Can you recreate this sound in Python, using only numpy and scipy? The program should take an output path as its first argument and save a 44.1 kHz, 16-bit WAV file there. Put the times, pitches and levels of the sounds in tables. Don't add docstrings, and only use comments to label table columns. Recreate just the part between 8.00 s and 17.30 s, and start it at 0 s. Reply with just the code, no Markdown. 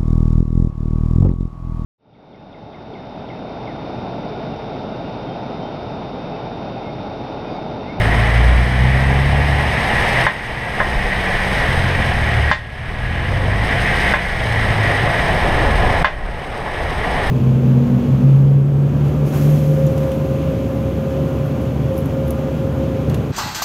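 import sys
import numpy as np
from scipy import signal
from scipy.fft import rfft, irfft
from scipy.io import wavfile
from scipy.ndimage import uniform_filter1d, minimum_filter1d

SR = 44100
rng = np.random.default_rng(int(sys.argv[2]) if len(sys.argv) > 2 else 0)


def generate_wav(signal):
    frames = np.transpose(np.atleast_2d(signal))
    scaled = np.clip(frames, -1, 1) * 32767
    pcm = np.round(scaled).astype(np.int16)
    wavfile.write(sys.argv[1], SR, pcm)


N = 410130
TIME = np.arange(N) / SR

# (time [s], peak before limiting [dB], contact cutoff [Hz], aftersound gain [dB])
IMPACTS = [(2.2663, 9.5, 2600, 2), (2.8019, 1.8, 1400, 6), (4.5134, 14, 5005, 3), (6.1374, 6, 2400, 5.5),
           (8.0451, 13, 3180, 4.5)]
# (frequency [Hz], level [dB], t60 [s])
BLOW_MODES = [(852, -7.5, 0.025), (1033, -5.5, 0.013), (1650, 1, 0.01), (1980, -11, 0.016),
              (4800, -20.5, 0.011)]
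STRUT_MODES = [(598, -11, 0.15), (845, -10.5, 0.032), (1051, -4.5, 0.13), (1292, -11.5, 0.083),
               (1480, -37, 0.11), (1568, -16, 0.28), (1683, -2, 0.098), (1860, -9.5, 0.26),
               (1858, -16, 0.4), (2000, -10, 0.19), (2070, -7, 0.13), (2450, -15, 0.16), (2960, -17, 0.12),
               (3080, -21, 0.13), (3520, -14.5, 0.18), (4360, -28, .11), (4970, -35, .15)]
# (time [s], firing rate [Hz])
FIRING_RATE = [(0, 53.1), (1.35, 70.23), (1.7, 72.94), (2.18, 73.72), (3.3, 62.1), (3.52, 63), (3.66, 45),
               (3.98, 44.17), (4.4, 36.53), (4.72, 36.19), (5.25, 44.5), (5.6, 52.15), (5.8, 64.64),
               (5.97, 66.1), (6.95, 50.08), (8.2, 37.78), (9.3, 37.46)]
# (start [s], end [s], exhaust lift [dB], extra gain of the fundamental [dB])
PRESSES = [(0.0, 0.22, 12, 0.5), (0.323, 0.55, 12.5, 8), (0.803, 1.563, 14, 0.5), (3.773, 4.66, 13.5, -15),
           (4.86, 5.618, 14, -1), (6.51, 6.84, 14.5, -7)]
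# (level [dB], share of the lift [ratio], coasting rise above idle [dB/Hz])
EXHAUST_HARMONICS = [(-2, 1.42, 0.2054), (1, 1.16, 0.0273), (-2.5, 1.06, 0.5989)]
# (multiple of the firing rate [ratio], relative level [dB])
EXHAUST_OVERTONES = [(1.5, -7.5), (2.5, -19.5), (3.5, -16.5), (4, -11.5), (5, -10.5)]
# (frequency [Hz], gain [dB])
BODY_RESPONSE = [(36, -11), (44, -7), (51, -1.5), (58, 2.5), (66, -.5), (73, 0), (85, -3.5), (103, 0.5),
                 (132, 1), (150, -5), (170, -8.5), (192, -6), (220, -18.5)]
# (multiple of the firing rate [ratio], relative level [dB])
WHINE_ORDERS = [(11, 1.5), (13, -2), (24, -5), (26.5, -32), (28, -8), (29.7, -9), (32, -6.5), (35, -6),
                (37, -10), (39, -4.5)]
# (time [s], whir gain [dB], hiss gain [dB])
BAY_GAINS = [(0, -23.5, -37.5), (0.3, -22.5, -38.5), (0.65, -25, -40.5), (1.35, -24.5, -39.5),
             (2.2, -19.5, -34), (2.6, -22, -37), (3.6, -20.5, -35), (4.6, -23, -40.5), (5.25, -21.5, -40.5),
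             (5.52, -25, -40), (5.74, -20, -35.8), (6.1, -19, -33.5), (7.05, -20, -35.5), (8.6, -26, -40),
             (9.3, -23, -37)]
# (time [s], tread roar gain [dB], slab drumming gain [dB])
ROAD_GAINS = [(0, -21, -23), (0.7, -24.5, -25), (1.3, -23, -25.5), (2, -19.5, -26), (2.45, -21, -26.5),
              (3.5, -21.5, -26.5), (4.7, -25, -25), (5.3, -22.5, -20), (6.1, -20.5, -25.5),
              (7.5, -17.5, -24), (8, -17, -27.5), (8.4, -19.5, -39), (9.3, -18.5, -32)]
# (centre time [s], half-width [s], gain [dB], cutoff [Hz])
RUMBLE_SWELLS = [(2.05, 0.34, -27, 50), (3.022, .24, -15, 55), (3.8, 0.62, -26, 170),
                 (5.05, .3, -19.5, 200), (5.9, .3, -23, 60), (6.302, 0.27, -19, 150),
                 (7.657, .6, -17.5, 110), (8.25, 0.19, -9, 45.03)]
# (time [s], frequency [Hz], gain [dB])
FINAL_DRIVE_TONE = [(0, 1620, -12), (3.75, 1590, -6), (4.9, 1680, 8), (5.6, 1650, -4), (6.4, 1660, -18),
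                    (7, 1712, 2), (7.8, 1690, 7), (8.45, 1685, 4), (9.3, 1775, 5)]
# (frequency [Hz], relative spectral density [dB])
CLATTER_SPECTRUM = [(150, 0), (400, -25), (650, 0), (1000, -4), (1900, -5.5), (2600, -7), (3500, -11),
                    (5000, -16), (7000, -23), (14000, -33)]
WHIR_SPECTRUM = [(600, -27), (1200, -10), (1450, -8.5), (1720, 0), (1910, -4), (2080, -2), (2350, -4),
                 (2650, -9.5), (3000, -7), (3800, -17.5), (4500, -25.5), (7000, -40)]
ROAR_SPECTRUM = [(120, 1.5), (200, -4.5), (310, -6.5), (430, -2.5), (560, -1.5), (660, -1), (712, 2.5),
                 (780, -1.5), (840, 0), (930, -5), (1040, -4), (1300, -10.5), (2200, -17)]
DRUM_SPECTRUM = [(40, -15), (60, 1), (73, -13), (88, -7), (125, 3.5), (170, -8), (250, -12)]
RUMBLE_SPECTRUM = [(8, -29), (20, -3), (30, -9), (45, -7), (70, -9), (120, -18), (200, -25.5), (400, -31)]
HISS_SPECTRUM = [(2500, -7), (3800, 4.5), (4400, -3.5), (5150, 1.5), (5900, -9), (6400, -6), (7000, -17.5),
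                 (7500, -16.5), (8440, -2), (9400, -14), (10450, -8.5), (11800, -17.5), (14000, -19),
                 (15300, -27)]


def knocks(ring_db=-12, clatter_db=-22, clatter_t60=0.21, deck_db=-35, deck_t60=0.29, spread_s=0.00083):
    t = np.arange(SR // 2) / SR
    fade = -np.log(1000) * t
    out = np.zeros(N + SR)
    for start, peak_db, cutoff_hz, aftersound_db in IMPACTS:
        strut = amp(ring_db) * ring(STRUT_MODES, t, scatter=0.92)
        tail = amp(clatter_db) * np.exp(fade / clatter_t60) + amp(deck_db) * np.exp(fade / deck_t60)
        aftersound = strut + tail * colour(rng.standard_normal(len(t)), CLATTER_SPECTRUM)
        aftersound *= 1 - np.exp(-t / spread_s)
        softness = signal.butter(2, cutoff_hz, fs=SR)
        knock = signal.lfilter(*softness, ring(BLOW_MODES, t) + amp(aftersound_db) * aftersound)
        out[round(start * SR):][:len(t)] += amp(peak_db) * knock / abs(knock).max()
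    return out[:N]


def ring(modes, t, scatter=0):
    out = np.zeros(len(t))
    for k, (hz, db, t60) in enumerate(modes):
        phase = k / 2 + scatter * rng.random()
        out += amp(db) * np.sin(2 * np.pi * (hz * t + phase)) * np.exp(-np.log(1000) * t / t60)
    return out


def exhaust(hz, cycles, gain_db=-32.5, idle_hz=38.2, boom_db=4, muffler_hz=270, overtone_db=-2.5):
    lift_db, fundamental_db = throttle()
    out = np.zeros(N)
    for k, (db, share, db_per_hz) in enumerate(EXHAUST_HARMONICS, 1):
        drive_db = np.maximum(share * lift_db, db_per_hz * (hz - idle_hz)) + fundamental_db * (k == 1)
        body_db = np.interp(k * hz, *np.transpose(BODY_RESPONSE))
        level_db = db + drive_db + body_db + wander(4.7)
        out += amp(level_db) * np.sin(2 * np.pi * (k * cycles + rng.random()))
    for multiple, db in EXHAUST_OVERTONES:
        body_db = boom_db * resonance(multiple * hz, centre_hz=73.6, width_hz=30)
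        muffler = 1 / np.sqrt(1 + (multiple * hz / muffler_hz) ** 10)
        level_db = lift_db + overtone_db + db + body_db + 2 * wander(4.1)
        out += muffler * amp(level_db) * np.sin(2 * np.pi * (multiple * cycles + rng.random()))
    return amp(gain_db) * out


def throttle(press_s=0.28, release_s=0.34):
    lift_db, fundamental_db, overlap = np.zeros((3, N))
    for start, end, db, extra_db in PRESSES:
        pedal = np.clip(1 + np.minimum((TIME - start) / press_s, (end - TIME) / release_s), 0, 1)
        lift_db = np.maximum(lift_db, db * pedal)
        fundamental_db += extra_db * pedal
        overlap += pedal
    return lift_db, fundamental_db / np.maximum(overlap, 1)


def engine_bay(hz, cycles, throb=0.048, flutter_db=0.95, waver_db=1.6, singing_db=-6, full_whine_hz=60):
    whir = colour(rng.standard_normal(N), WHIR_SPECTRUM)
    whir *= (1 + throb * np.cos(2 * np.pi * cycles)) * amp(flutter_db * wander(29))
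    housing_mode = resonance(np.fft.rfftfreq(N, 1 / SR), centre_hz=1913, width_hz=56)
    singing = unit_rms(irfft(rfft(whir) * housing_mode, N))
    whine = np.zeros(N)
    for multiple, db in WHINE_ORDERS:
        housing = 0.088 + resonance(multiple * hz, centre_hz=1890, width_hz=410)
        gain = housing * amp(db + waver_db * wander(10))
        whine += gain * np.sin(2 * np.pi * (multiple * cycles + 0.057 * wander(5)))
    whine *= np.minimum(hz / full_whine_hz, 1) ** 2
    return amp(-1.93) * whir + amp(singing_db + 2 * wander(3.3)) * singing + whine


def tyres(grit_per_s=500, grit_db=-11, patchy_db=0.84):
    roar_db, drum_db = curves(ROAD_GAINS)
    grit = (rng.random(N) < grit_per_s / SR) * rng.standard_normal(N)
    contact = rng.standard_normal(N) + amp(grit_db) * unit_rms(grit)
    roar = colour(contact, ROAR_SPECTRUM) * amp(patchy_db * wander(18))
    drumming = colour(rng.standard_normal(N), DRUM_SPECTRUM)
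    return amp(roar_db - 0.57) * roar + amp(drum_db) * drumming


def underbody_rumble(draught_db=-32, rise_db_per_s=1.3, lumpy_db=2.3, swell_db=2.0):
    rumble = colour(rng.standard_normal(N), RUMBLE_SPECTRUM)
    level_db = draught_db + rise_db_per_s * TIME + lumpy_db * wander(2.4)
    out = amp(level_db) * colour(rng.standard_normal(N), RUMBLE_SPECTRUM)
    for centre, half_width, db, cutoff_hz in RUMBLE_SWELLS:
        swell = np.exp(-2 * ((TIME - centre) / half_width) ** 2)
        out += amp(db + swell_db) * swell * signal.lfilter(*signal.butter(2, cutoff_hz, fs=SR), rumble)
    return out


def final_drive(gain_db=-12, waver_db=2, jitter_cycles=0.074):
    hz, load_db = curves(FINAL_DRIVE_TONE)
    cycles = np.cumsum(hz) / SR
    gain = amp(gain_db + load_db + waver_db * wander(7.5))
    return gain * np.sin(2 * np.pi * (cycles + jitter_cycles * wander(14)))


def hiss(cycles, throb=0.1, flutter_db=1.0):
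    rush = colour(rng.standard_normal(N), HISS_SPECTRUM)
    return rush * (1 + throb * np.cos(2 * np.pi * cycles)) * amp(flutter_db * wander(30))


def resonance(hz, centre_hz, width_hz):
    return 1 / np.sqrt(1 + (2 * (hz - centre_hz) / width_hz) ** 2)


def colour(x, spectrum):
    hz, db = np.transpose(spectrum)
    hz = np.r_[hz[0] / 2, hz, hz[-1] * 2]
    db = np.r_[db[0] - 20, db, db[-1] - 20]
    bin_hz = np.fft.rfftfreq(len(x), 1 / SR)
    gain_db = np.interp(np.log(bin_hz + 1), np.log(hz), db, -np.inf, -np.inf)
    return unit_rms(irfft(rfft(x) * amp(gain_db), len(x)))


def wander(rate_hz):
    hz = np.fft.rfftfreq(N, 1 / SR)
    return unit_rms(irfft(rfft(rng.standard_normal(N)) / (1 + (hz / rate_hz) ** 2), N))


def curves(rows):
    times, *columns = np.transpose(rows)
    return [np.interp(TIME, times, column) for column in columns]


def amp(db):
    return 10 ** (np.asarray(db) / 20)


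def unit_rms(x):
    return x / np.sqrt(np.mean(x ** 2) + 1e-20)


def scene(speed_jitter=0.00194):
    hz, = curves(FIRING_RATE)
    whir_db, hiss_db = curves(BAY_GAINS)
    cycles = np.cumsum(hz * (1 + speed_jitter * wander(12.6))) / SR
    road = tyres()
    engine = exhaust(hz, cycles)
    engine += amp(whir_db - 1.76) * (engine_bay(hz, cycles) + final_drive())
    engine += amp(hiss_db) * hiss(cycles)
    return (underbody_rumble() + road + engine + knocks())[None]


def record(dry, ceiling_db=0.2, hold_s=0.16, release_s=0.52, block_samples=768, cutoff_hz=15400):
    block = (np.arange(N) + 693) // block_samples
    block_starts = np.flatnonzero(np.diff(block, prepend=-1))
    peak = np.maximum.reduceat(abs(dry[0]), block_starts)
    over_db = np.maximum(20 * np.log10(peak + 1e-9) - ceiling_db, 0)
    block_s = np.arange(len(peak)) * block_samples / SR
    age = block_s[:, None] - block_s
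    remaining = (age >= 0) * np.exp(-np.maximum(age - hold_s, 0) / release_s)
    duck_db = (over_db * remaining).max(axis=1)
    gain_db = uniform_filter1d(minimum_filter1d(-duck_db[block], size=60), size=60)
    clipped = np.clip(dry * amp(gain_db), -1, 1)
    low_pass = signal.firwin(511, cutoff_hz, window=("kaiser", 9), fs=SR)
    return signal.oaconvolve(clipped, low_pass[None], "same", axes=1)


dry = scene()
out = record(dry)
generate_wav(out)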